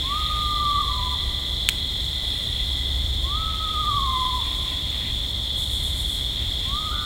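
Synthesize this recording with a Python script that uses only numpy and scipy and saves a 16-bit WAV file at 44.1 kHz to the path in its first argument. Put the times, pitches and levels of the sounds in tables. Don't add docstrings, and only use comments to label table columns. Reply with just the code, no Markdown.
import sys
import numpy as np
from scipy import signal
from scipy.fft import rfft, irfft, next_fast_len
from scipy.io import wavfile

SR = 44100
rng = np.random.default_rng(int(sys.argv[2]) if len(sys.argv) > 2 else 0)


def master(y):
    cut = np.clip(np.atleast_2d(y).T, -1, 1)
    pcm = np.round(cut * 32767)
    wavfile.write(sys.argv[1], SR, pcm.astype(np.int16))


N = 310905
T = np.arange(N) / SR


def undb(db):
    return 10 ** (np.asarray(db) / 20)


def unit(x):
    return x / np.sqrt(np.mean(x ** 2))


def gate(start, end, edge):
    return np.clip((T - start) / edge, 0, 1) * np.clip((end - T) / edge, 0, 1)


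def bump(middle, half):
    return np.exp(-((T - middle) / half) ** 2)


def wobble(rate):
    hz = np.arange(N // 2 + 1) * SR / N
    keep_slow = np.exp(-(hz / rate) ** 2) * (hz > 0)
    return unit(irfft(rfft(rng.standard_normal(N)) * keep_slow, N))


def colour(x, points):
    hz, db = np.transpose(points)
    size = next_fast_len(N)
    bins = np.maximum(np.arange(size // 2 + 1) * SR / size, 1)
    gain = undb(np.interp(np.log(bins), np.log(hz), db))
    return unit(irfft(rfft(x, size) * gain, size)[:N])


def trees(x, fade_s, build_s):
    t = T[:2 * SR]
    echoes = rng.standard_normal(len(t)) * undb(-60 * t / fade_s) * (1 - np.exp(-t / build_s))
    return signal.fftconvolve(x, echoes / np.sqrt(np.sum(echoes ** 2)))[:N]


def night_air(level_db=-37):
    # frequency in Hz, relative level in dB.
    air_colour = [(15, -4), (30, -3.5), (100, -1), (160, -7.5), (270, -11), (450, -18), (620, -17.5),
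                  (800, -20.5), (980, -20.5), (1500, -26.5), (4000, -29), (12000, -42.5)]
    return colour(rng.standard_normal(N), air_colour) * undb(level_db)


def distant_rumble(boom_db=-32.5, hum_hz=65.95, hum_db=-32.5, hum_fade_db_per_s=0.6):
    # frequency in Hz, relative level in dB.
    boom_colour = [(18, -25), (30, -6), (45, 0), (63, 2.5), (80, -7), (105, -8), (160, -22), (400, -56),
                   (1000, -88)]
    # middle in seconds, half length in seconds, boost of the boom in dB, of the hum in dB.
    swells = [(.75, 0.46, 3, 3.5), (3.2, 0.68, 2, 6.5), (5.8, .28, 3, 4)]
    boom_swell_db, hum_swell_db = sum(np.outer(dbs, bump(middle, half)) for middle, half, *dbs in swells)
    boom = colour(rng.standard_normal(N), boom_colour) * undb(boom_db + boom_swell_db)
    hum_gain = undb(hum_db + hum_swell_db - hum_fade_db_per_s * T + 0.83 * wobble(12))
    hum = hum_gain * np.sin(2 * np.pi * np.cumsum(hum_hz + 2.475 * wobble(6.35)) / SR)
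    return (boom + hum) * undb(0.5 * wobble(1.6))


def insect_wave(period_s=2.1, crest_s=0.31):
    return np.cos(2 * np.pi * (T - crest_s) / period_s)


def far_insects(drone_db=-49, sizzle_db=-45.5, chirr_gap_s=0.24):
    # frequency in Hz, relative level in dB.
    drone_colour = [(1600, -26), (1900, -5), (2080, 0), (2250, -7.5), (2600, -14.5), (3000, -2),
                    (3300, -61)]
    chirr_colour = [(1600, -11.5), (1950, 5.5), (2100, 1), (2350, 2), (2600, 2), (2950, 4.5), (3300, -53)]
    sizzle_colour = [(3500, -25), (4700, -1.5), (5300, 5), (6050, -7.5), (6900, 3.5), (7600, -1), (8300, 2),
                     (9200, -9), (10000, 0), (10900, -4.5), (13500, -6.5)]
    # middle of the first chirr in seconds, half length in seconds, level in dB, chirr count.
    chirr_groups = [(0.098, 0.12, -44.5, 2), (2.35, .088, -46.5, 2), (3.5, .15, -51.5, 2),
                    (4.478, 0.092, -44.5, 2), (5.029, .16, -42.3, 1), (6.41, 0.083, -45.5, 2)]
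    drone = colour(rng.standard_normal(N), drone_colour) * undb(drone_db + wobble(24))
    waves = sum(undb(db) * bump(first + k * chirr_gap_s, half)
                for first, half, db, count in chirr_groups for k in range(round(count)))
    chirr = colour(rng.standard_normal(N), chirr_colour) * waves * undb(wobble(40))
    sizzle = colour(rng.standard_normal(N), sizzle_colour)
    sizzle *= undb(sizzle_db + 0.7 * insect_wave() + 0.83 * wobble(45))
    return drone + chirr + sizzle


def bush_cricket():
    # frequency in Hz, relative level in dB.
    buzz_colour = [(8500, -40), (9700, -2), (10050, -7), (10400, -10), (12000, -40)]
    # start in seconds, end in seconds, level in dB.
    buzzes = [(0, 0.497, -59), (2.15, 2.75, -54.5), (4.1, 4.799, -58)]
    loudness = sum(undb(db) * gate(start, end, 0.11) for start, end, db in buzzes)
    return colour(rng.standard_normal(N), buzz_colour) * loudness


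def cricket(hz, strokes_per_s, sag, wander, scatter, overlap):
    drift = np.interp(T, np.linspace(0, T[-1], num=16), rng.standard_normal(size=16))
    speed = strokes_per_s * (1 + wander * drift)
    number, progress = np.divmod(rng.random() + np.cumsum(speed) / SR, 1)
    detune, size = rng.standard_normal(size=(1024, 2))[number.astype(int)].T
    stroke = np.maximum(overlap - np.cos(2 * np.pi * progress), 0) * undb(2 * size)
    pitch = hz * (1 - sag * (progress - .5) + scatter * detune)
    return unit(stroke * np.sin(2 * np.pi * np.cumsum(pitch) / SR))


def cricket_chorus(count=28, level_db=-28, blur_db=-4, surge_db=1.8):
    # frequency in Hz, relative level in dB.
    chorus_colour = [(1500, -85), (2750, -34), (3020, -18), (3200, -7), (3350, 1.5), (3530, -0.5),
                     (3720, -5), (3930, -12.5), (4150, -10.5), (4400, -17.5), (4700, -26), (6500, -92)]
    singers = sum(cricket(hz, rng.uniform(42, 62), sag=0.06, wander=.02, scatter=.007, overlap=0.34)
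                  for hz in np.linspace(3050, 4400, count))
    blur = undb(blur_db) * colour(rng.standard_normal(N), chorus_colour)
    loudness = undb(level_db + 0.52 * insect_wave() + surge_db * bump(middle=5.7, half=0.25))
    return unit(colour(singers, chorus_colour) + blur) * loudness


def near_crickets(echo_db=-4):
    # start in seconds, end in seconds, pitch in Hz, wing strokes per second, level in dB.
    trills = [(0.016, 3.5, 2005, 37.3, -52), (-0.18, 2.95, 4050, 45.2, -41)]
    direct = np.zeros(N)
    for start, end, hz, strokes_per_s, db in trills:
        trill = cricket(hz, strokes_per_s, sag=0.017, wander=0.007, scatter=0.01103, overlap=0.76)
        direct += undb(db) * gate(start, end, 0.49) * trill
    return direct + undb(echo_db) * trees(direct, fade_s=0.29, build_s=0.0072)


def katydid(start_s=5.544, count=5, period_s=0.1296, scrape_s=.122, level_db=-42.5, echo_db=-0.5):
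    # frequency in Hz, relative level in dB.
    scrape_colour = [(5000, -40), (6000, -10), (6800, 1), (8000, 5.5), (10000, 3.5), (12000, -1.5),
                     (13800, -2), (15000, -22)]
    scrapes = sum(gate(at, at + scrape_s, 0.036) for at in start_s + period_s * np.arange(count))
    rasp = rng.standard_normal(N) * undb(0.5 * wobble(400))
    direct = undb(level_db) * scrapes * colour(rasp, scrape_colour)
    return direct + undb(echo_db) * trees(direct, fade_s=0.65, build_s=0.012)


def snap(crack_db=-15, crack_fade_s=0.019, echo_db=-18, bass_cut_hz=1450):
    # start in seconds, relative level in dB, treble boost of the ring in dB per octave.
    clicks = [(1.689, -.4, -1.5), (1.695, -21.5, 8)]
    # pitch of a ringing tone in Hz, relative level in dB, seconds to fade by 60 dB.
    tones = [(1396, -44, 0.0086), (2580, -8, 0.0058), (3240, 2, 0.006), (4320, -12, 0.0085),
             (6960, -8.5, 0.0037), (8070, -1.5, 0.0027), (13300, -15, 0.0023)]
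    direct = np.zeros(N)
    for start, size_db, tilt_db in clicks:
        age = np.maximum(T - start, 0)
        ring = sum(undb(db + tilt_db * np.log2(hz / 3300) - 60 * age / fade_s)
                   * np.sin(2 * np.pi * hz * age) for hz, db, fade_s in tones)
        crack = (age > 0) * undb(crack_db - 60 * age / crack_fade_s) * rng.standard_normal(N)
        direct += undb(size_db) * (ring + crack)
    bass_cut = signal.butter(4, bass_cut_hz, "high", fs=SR, output="sos")
    direct = signal.sosfilt(bass_cut, direct + 1e-18)
    return direct + undb(echo_db) * trees(direct, fade_s=0.48, build_s=0.0023)


def whinny(call, start_hz, rise_s=.16, quavers_per_s=12.5, late_quaver_hz=13, drop_hz=340):
    start, length, top, sag, fall_at, fall_s, low, quaver, db, swell_at, swell_db, half, fall_db = call
    age = np.clip(T - start, 0, length)
    high = np.minimum(start_hz + (top - start_hz) * age / rise_s, top - sag * (age - rise_s))
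    fallen = .5 + .5 * np.tanh((T - fall_at) / (2 * fall_s))
    shaking = gate(fall_at - 3.6 * fall_s, fall_at + 1.6 * fall_s, fall_s)
    depth_hz = np.maximum(quaver * shaking, late_quaver_hz * fallen)
    shake_hz = depth_hz * np.cos(2 * np.pi * quavers_per_s * (T - fall_at - .014))
    hz = high + (low - high) * fallen + shake_hz - drop_hz * np.exp((age - length) / .017)
    level_db = db + swell_db * bump(swell_at, half) + fall_db * fallen
    level_db += 5 * bump(start + 0.11, 0.029)
    level_db += .055 * shake_hz
    level_db -= 4.5 * np.exp(-((hz - 1090) / 35) ** 2)
    fade_in = np.minimum(age / 0.052, 1)
    return hz, undb(level_db) * fade_in * gate(start, start + length, 0.016)


def whinnies(start_hz=1005, dip_db=-11, dip_half_s=.011):
    # start and length in seconds, top pitch in Hz, sag in Hz per second, middle and time
    # scale of the fall in seconds, low pitch in Hz, quaver depth in Hz, base level in dB, middle of
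    # the swell in seconds, its boost in dB, its half length in seconds, change over the fall in dB.
    calls = [(.02, 1.157, 1245, 135, .868, .03, 1004, 72, -29.6, .67, 12.3, .13, -2.3),
             (3.226, 1.205, 1290, 20, 3.95, .1, 1005, 29, -33.3, 4.03, 10.7, .3, .5),
             (6.641, 1.15, 1254, 20, 6.92, .02, 1200, 25, -34.8, 6.94, 1.5, 0.045, -3)]
    dips = [.285, 3.525, 3.585, 3.725]
    hz, loudness = start_hz, 0
    for call in calls:
        call_hz, call_loudness = whinny(call, start_hz)
        hz = np.where(T >= call[0], call_hz, hz)
        loudness = loudness + call_loudness
    return hz, loudness * undb(dip_db * sum(bump(at, dip_half_s) for at in dips))


def voice_crack(voice_phase, level_db=-38.8):
    # time in seconds, pitch of the second tone in Hz.
    path = [(6.9, 1260), (6.94, 1480), (7.07, 1460)]
    hz = np.interp(T, *np.transpose(path)) * (1 + 0.013 * wobble(150))
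    phase = 2 * np.pi * np.cumsum(hz) / SR
    halfway = 1.05 * np.sin((phase + voice_phase) / 2)
    return undb(level_db) * gate(path[0][0], path[-1][0], 0.017) * (np.sin(phase) + halfway)


def owl(jitter=0.005, flutter_db=1.5, octave_db=-20, throat_hz=2030, fade_hz=935):
    hz, loudness = whinnies()
    hz = hz * (1 + jitter * wobble(76))
    phase = 2 * np.pi * np.cumsum(hz) / SR
    loudness *= undb(1.5 + flutter_db * wobble(25))
    loudness /= 1 + (fade_hz / hz) ** 16
    octave = undb(octave_db) / (1 + ((2 * hz - throat_hz) / 130) ** 2)
    voice = loudness * (np.sin(phase) + octave * np.sin(2 * phase)) + voice_crack(phase)
    near_echoes = undb(-15) * trees(voice, fade_s=0.11, build_s=0.0057)
    carried = voice * undb(-8.5 - 10 * np.log2(hz / 1100))
    return voice + near_echoes + trees(carried, fade_s=1.85, build_s=0.012)


def scene():
    mix = owl() + cricket_chorus() + near_crickets() + far_insects() + bush_cricket() + katydid()
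    return (mix + snap() + night_air() + distant_rumble())[None]


def record(dry, top_hz=15950):
    treble_cut = signal.ellip(10, .2, 80, top_hz, fs=SR, output="sos")
    return signal.sosfilt(treble_cut, np.clip(dry, -1, 1))


dry = scene()
out = record(dry)
master(out)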